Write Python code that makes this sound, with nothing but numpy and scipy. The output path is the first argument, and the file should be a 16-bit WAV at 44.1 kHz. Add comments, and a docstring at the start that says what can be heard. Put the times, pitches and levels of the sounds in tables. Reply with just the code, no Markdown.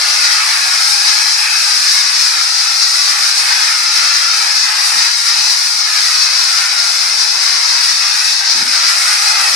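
"""Plaster spraying in a small bare room

A worker sprays plaster onto a ceiling with an air lance, a phone just behind him. Compressed air hisses
and sputters as shaped noise; the spray roars on the wall as noise with narrow resonances, and a whistle breathes.
Near reflections are faint copies with wandering delays. Short low thuds of overloaded peaks, as the air surges,
are drawn as noise dying through low modes. The phone widens its two ports with a short echo, clips and cuts the top."""
import sys
import numpy as np
from scipy.fft import rfft, irfft, next_fast_len
from scipy.io import wavfile
from scipy.ndimage import uniform_filter1d, minimum_filter1d

SR = 44100
rng = np.random.default_rng(int(sys.argv[2]) if len(sys.argv) > 2 else 0)


def master_out(mix):
    """Clip the mix to full scale and print it as 16-bit PCM to the path in sys.argv[1]."""
    frames = np.transpose(np.atleast_2d(mix))
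    ceiling = np.clip(frames, -1, 1)
    pcm = np.round(ceiling * 32767).astype(np.int16)
    wavfile.write(sys.argv[1], SR, pcm)


N = 421155
SIZE = 2 * next_fast_len(N // 2 + 2000)  # transform length in samples, with room for tails
TIME, FREQ = np.arange(N) / SR, np.fft.rfftfreq(SIZE, 1 / SR)  # s, Hz
SIDES = np.array([[1], [-1]])  # left and right port


def undb(db):
    """Decibels to gain."""
    return 10 ** (np.asarray(db) / 20)


def shape(table):
    """Points joined by straight lines on a log-frequency axis."""
    hz, value = np.transpose(table)
    return np.interp(np.log(FREQ + 1), np.log(hz), value)


def curve(table):
    """Points joined by straight lines in time."""
    return np.interp(TIME, *np.transpose(table))


def resonance(hz, width):
    """Response of one damped mode, 1 at its centre."""
    return 1j * FREQ * width / (hz ** 2 - FREQ ** 2 + 1j * FREQ * width)


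def below(hz, order):
    """A smooth step from 1 under hz to 0 above."""
    return 1 / (1 + (FREQ / hz) ** order)


def through(x, response):
    """Filter a sound by a frequency response."""
    return irfft(rfft(x, SIZE) * response, SIZE)[..., :N]


def walk(rate):
    """Random levels held 1 / rate s and slewed twice; spread near 1."""
    hold = int(SR / rate)
    steps = np.repeat(rng.standard_normal(N // hold + 1), hold)
    slewed = uniform_filter1d(uniform_filter1d(steps, hold), hold)
    return 1.3 * slewed[:N]  # makes up for the spread lost in slewing


def turbulence(response):
    """Coloured noise as it reaches the two ports from all the walls; its middle has rms 1."""
    # Likeness of the room's sound at the two ports. Each row: frequency in Hz, correlation.
    likeness = [(900, 0.83), (1150, 0.39), (1450, 0.19), (1700, 0.24), (2000, 0.45), (2500, 0.54),
                (3000, 0.36), (6000, 0.42), (10000, 0.3), (15000, 0.01)]
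    # The ports' own resonances. Each row: frequency in Hz, left minus right in dB.
    port_balance = [(1000, 0.0), (2500, 1.1), (4000, 3.5), (5150, 8), (6300, 0), (7200, -2), (8300, -7),
                    (11000, -7), (13000, -9), (15000, 1)]
    alike = np.clip(shape(likeness), -.95, .95)
    mid, side = rfft(rng.standard_normal((2, SIZE)))
    ports = mid * np.sqrt(1 + alike) + SIDES * side * np.sqrt(1 - alike)
    # the two shares of power add up to 1 at every frequency
    share = 1 / np.sqrt(1 + undb(-SIDES * shape(port_balance)) ** 2)
    sound = irfft(ports * share * response, SIZE)[:, :N]
    return sound / np.std(sound.mean(axis=0))


def nozzle(gulp_db, air_supply_db=-14.5, surge_db=0.86, surge_rate=22, pump_db=-0.08,
           beam_db=0.56, beam_hz=7200, beam_follow=0.18, beam_pump_db=0.37, flutter_db=0.9, sway_db=.5):
    """The air jet: a broad hiss near 5 kHz that surges irregularly, and top treble beamed where the lance points."""
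    # Spectrum of the escaping air. Each row: frequency in Hz, density in dB per Hz before levelling.
    hiss_spectrum = [(2800, -58), (3400, -16.5), (3950, -5.5), (4650, -1.5), (5150, 1.8), (5800, -3.5),
                     (6500, -10), (7200, -15.5), (8700, -13.5), (10000, -16.5), (12000, -25), (14000, -33),
                     (15500, -53)]
    # Beamed top treble as the lance is swept. Each row: time in seconds, level in dB before beam_db.
    beam_level = [(0.0, -25.5), (0.75, -23.5), (1.04, -23.5), (1.34, -26), (1.94, -23), (2.09, -26),
                  (3.13, -25), (4.63, -27.3), (4.92, -23.5), (5.07, -26), (8.21, -26.5), (8.51, -29),
                  (9.1, -23), (9.55, -24.3)]
    # Lean of the hiss between the ports. Each row: time in seconds, left minus right in dB.
    lean = [(0, 0.5), (1.6, 0.7), (4, .4), (7.1, 0.9), (8.2, 0.2), (9.55, -0.3)]
    colour, broad = undb(shape(hiss_spectrum)), below(beam_hz, order=20)
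    air_db = gulp_db + surge_db * walk(rate=surge_rate)
    # surges of the air reach the top treble too; the narrow beam sways with the hand and flutters by itself
    top_db = curve(beam_level) + beam_db + beam_follow * air_db + beam_pump_db * pump()
    top_db = top_db + sway_db * walk(rate=9.9) + flutter_db * walk(rate=40)
    hiss_db = air_supply_db + air_db + pump_db * pump()
    hiss = turbulence(colour * np.sqrt(broad)) * undb(hiss_db)
    top = turbulence(colour * np.sqrt(1 - broad)) * undb(top_db)
    return (hiss + top) * undb(SIDES * curve(lean) / 2)


def spray(gulp_db, roar_db=.5, pump_db=0.27, waver_db=0.9,
          hollow_db=0.4, hollow_follow=0.48, hollow_waver_db=0.75, hollow_hz=960,
          lowest_hz=480, lowest_follow=1.5, lowest_waver_db=3.4, lowest_db=0):
    """The plaster-laden stream hits the wall: a bright roar over a hollow low one whose lowest band comes and goes."""
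    # Spectrum of the roar. Each row: frequency in Hz, density in dB per Hz before rings and levelling.
    roar_spectrum = [(120, -69.5), (280, -35), (510, -33), (760, -16), (1050, -14.5), (1330, -6),
                     (1600, -7.5), (2100, -6), (2400, -7), (2600, -11), (2700, -13), (3200, -12.5),
                     (4500, -19)]
    # Narrow resonances, the lowest from the room. Each row: frequency in Hz, width in Hz, lift in dB.
    rings = [(178, 12, 12.5), (233, 6.9, 11), (452, 5.1, 8), (857, 67, 5), (1296, 280, 2), (1692, 35, 4.5)]
    # Bright roar as the lance is swept over the wall. Each row: time in seconds, level in dB before roar_db.
    roar_level = [(0.0, -20.5), (2.98, -24.5), (3.13, -21.0), (3.28, -23), (3.58, -20.5), (3.88, -24.5),
                  (4.03, -21.5), (4.92, -21.5), (5.82, -25.5), (5.97, -22), (6.42, -24), (6.57, -20.7),
                  (6.86, -24.5), (8.36, -24), (9.1, -20.0), (9.55, -23)]
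    # Hollow low roar. Each row: time in seconds, level in dB before hollow_db.
    hollow_level = [(0.0, -34.5), (2.39, -41.5), (3.58, -35), (3.73, -39.5), (4.63, -37), (4.92, -35.5),
                    (5.22, -41.5), (5.37, -35.5), (5.67, -40), (7.61, -36), (7.91, -39.5), (9.55, -32.1)]
    feed_db = gulp_db + pump_db * pump() + waver_db * walk(rate=13)
    level_db = curve(roar_level) + feed_db
    low_db = curve(hollow_level) + hollow_follow * feed_db + hollow_waver_db * walk(rate=14)
    ring_db = sum(lift_db * abs(resonance(hz, width)) ** 2 for hz, width, lift_db in rings)
    in_range = FREQ < roar_spectrum[-1][0]
    colour = undb(shape(roar_spectrum) + ring_db) * in_range
    low = below(hollow_hz, order=16)
    bright = turbulence(colour * np.sqrt(1 - low)) * undb(level_db + roar_db)
    hollow = turbulence(colour * np.sqrt(low)) * undb(low_db + hollow_db)
    # the lowest band comes and goes, as the phone overloads on peaks and mutes faint lows between;
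    # drawn as a gain that follows the feed and wavers at random
    lowest = through(hollow, below(lowest_hz, order=10))
    lowest_gain = undb(lowest_db + lowest_follow * feed_db + lowest_waver_db * walk(rate=7))
    return bright + hollow + lowest * (lowest_gain - 1)


def whistle(gulp_db, hz=2555, width_hz=175, whistle_db=-1.5, follow=.7, waver_db=1.0):
    """A cavity in the nozzle sings breathily and unsteadily: noise through one mode, passed twice."""
    # Breathy whistle. Each row: time in seconds, level in dB before whistle_db.
    whistle_level = [(0.0, -30), (1.34, -30), (1.49, -27), (1.94, -34.5), (5.07, -28), (5.22, -42),
                     (5.37, -26), (5.82, -38), (5.97, -30.5), (7.46, -34.5), (8.21, -26), (8.65, -36),
                     (9.25, -28), (9.55, -28)]
    level_db = curve(whistle_level) + whistle_db + follow * gulp_db + waver_db * walk(rate=12)
    return turbulence(resonance(hz, width_hz) ** 2) * undb(level_db)


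def flow():
    """Changes of the hiss and of the roar in dB: each gulp rises and falls as a bell."""
    # The strongest gulps of the jet, spitting (+) or choking (-). Each row: middle in seconds,
    # length at half height in seconds, change of the hiss in dB, change of the roar in dB.
    gulps = [(0.254, 0.035, 3.5, 1.5), (.30, .03, -3.5, -0.5), (0.457, 0.058, -1.7, -1.5),
             (1.077, .05, 2.5, 2), (1.474, 0.13, -2.3, 2), (1.878, 0.067, 1.5, 2.5), (2.117, .04, -5, -1),
             (2.823, .03, 3.5, 3), (3.82, 0.22, -1, 0), (4.594, 0.13, 0.5, -3), (4.73, 0.067, -3.5, -2.5),
             (5.02, .05, 2.7, 0.7), (5.185, 0.12, -1.5, -2.5), (6.743, 0.044, -4, -0.5),
             (7.15, 0.099, -2, -1.5), (7.216, .05, 4, 1), (7.902, 0.037, 1, 1.5), (7.975, 0.056, -0.5, -4),
             (8.43, .03, -5, 1.5), (8.51, .03, 2, -0.5), (8.65, 0.026, -3.5, -2.4)]
    changes = 0
    for middle, length, hiss_db, roar_db in gulps:
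        bell = 2 ** -(2 * (TIME - middle) / length) ** 2
        changes = changes + np.outer([hiss_db, roar_db], bell)
    return changes


def pump(strokes_hz=2.375, crest_s=0.2):
    """The gentle swell of the plaster feed, a cosine from -1 to 1 with one crest at crest_s."""
    return np.cos(2 * np.pi * strokes_hz * (TIME - crest_s))


def near_walls(x, first_s=.0014, last_s=.015, sway_s=.00038, sway_rate=2.2,
               strength=.2, dull_hz=13000, count=10):
    """Ceiling, slope and corner return early, duller copies; paths shift as the lance moves: a wandering comb."""
    out, bounced = x, strength * through(x, below(dull_hz, order=2))
    for delay in np.geomspace(first_s, last_s, count):
        when = TIME - delay - sway_s * walk(sway_rate)
        out = out + np.array([np.interp(when, TIME, port, left=0) for port in bounced])
    return out / np.sqrt(1 + count * strength ** 2 / 2)


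def overload_thuds(low_hz=110, high_hz=600):
    """Short low thuds of overloaded peaks as the air surges, drawn as noise dying through low modes."""
    # Low thuds. Each row: start in seconds, level in dB before rise and decay, rise time constant
    # in seconds, time to die by 60 dB in seconds.
    thuds = [(3.19, -46, .01, 0.29), (4.017, -30, .003, 0.041), (4.945, -35, .01, .2),
             (5.0, -41, .005, .09), (5.068, -39, .003, 0.045), (7.135, -43, .01, 0.22),
             (7.895, -45, .01, 0.29), (8.47, -41, .015, 0.21), (8.545, -28.5, .015, .25),
             (8.595, -32.5, 0.011, .45)]
    # Low modes that colour a thud. Each row: frequency in Hz, width in Hz, level in dB relative to the others.
    modes = [(135, 30, -4), (182, 18, 6), (235, 31, 10), (290, 70, 3), (390, 90, -12)]
    level = np.zeros(N)
    for start, db, rise, decay in thuds:
        age = np.maximum(TIME - start, 0)
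        level += undb(db) * (1 - np.exp(-age / rise)) * np.exp(-np.log(1000) * age / decay)
    colour = sum(undb(db) * resonance(hz, width) for hz, width, db in modes)
    colour = colour * below(high_hz, order=4) * (1 - below(low_hz, order=6))
    colour = colour / np.sqrt(np.mean(abs(colour) ** 2))  # keeps the power of the noise
    return through(level * rng.standard_normal(N), colour)


def scene(sputter_db=0.48):
    """Lumps of plaster choke the jet unevenly, shaking hiss and roar together; low thuds are added."""
    hiss_db, roar_db = flow()
    jet = nozzle(hiss_db) + spray(roar_db) + whistle(roar_db)
    sputtering = jet * undb(sputter_db * walk(rate=36))
    return near_walls(sputtering) + overload_thuds()


def limiter(x, ceiling=1.24, size=60):
    """Turn each channel down for a few milliseconds around its highest peaks; size in samples."""
    gain = np.minimum(1, ceiling / (abs(x) + 1e-9))
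    held = minimum_filter1d(gain, size, axis=1)
    return x * uniform_filter1d(held, size, axis=1)


def record(dry, widen=0.58, widen_s=.01, widen_hz=11000, top_hz=15600):
    """The phone adds a dulled 10 ms echo to the difference of its ports, limits and clips peaks, cuts the top."""
    mid, side = dry.mean(axis=0), (dry[0] - dry[1]) / 2
    echo = widen * np.exp(-2j * np.pi * FREQ * widen_s) / (1 + 1j * FREQ / widen_hz)
    wide = mid + SIDES * through(side, 1 + echo)
    clipped = np.clip(limiter(wide), -1, 1)
    return through(clipped, FREQ < top_hz)


dry = scene()
out = record(dry)
master_out(out)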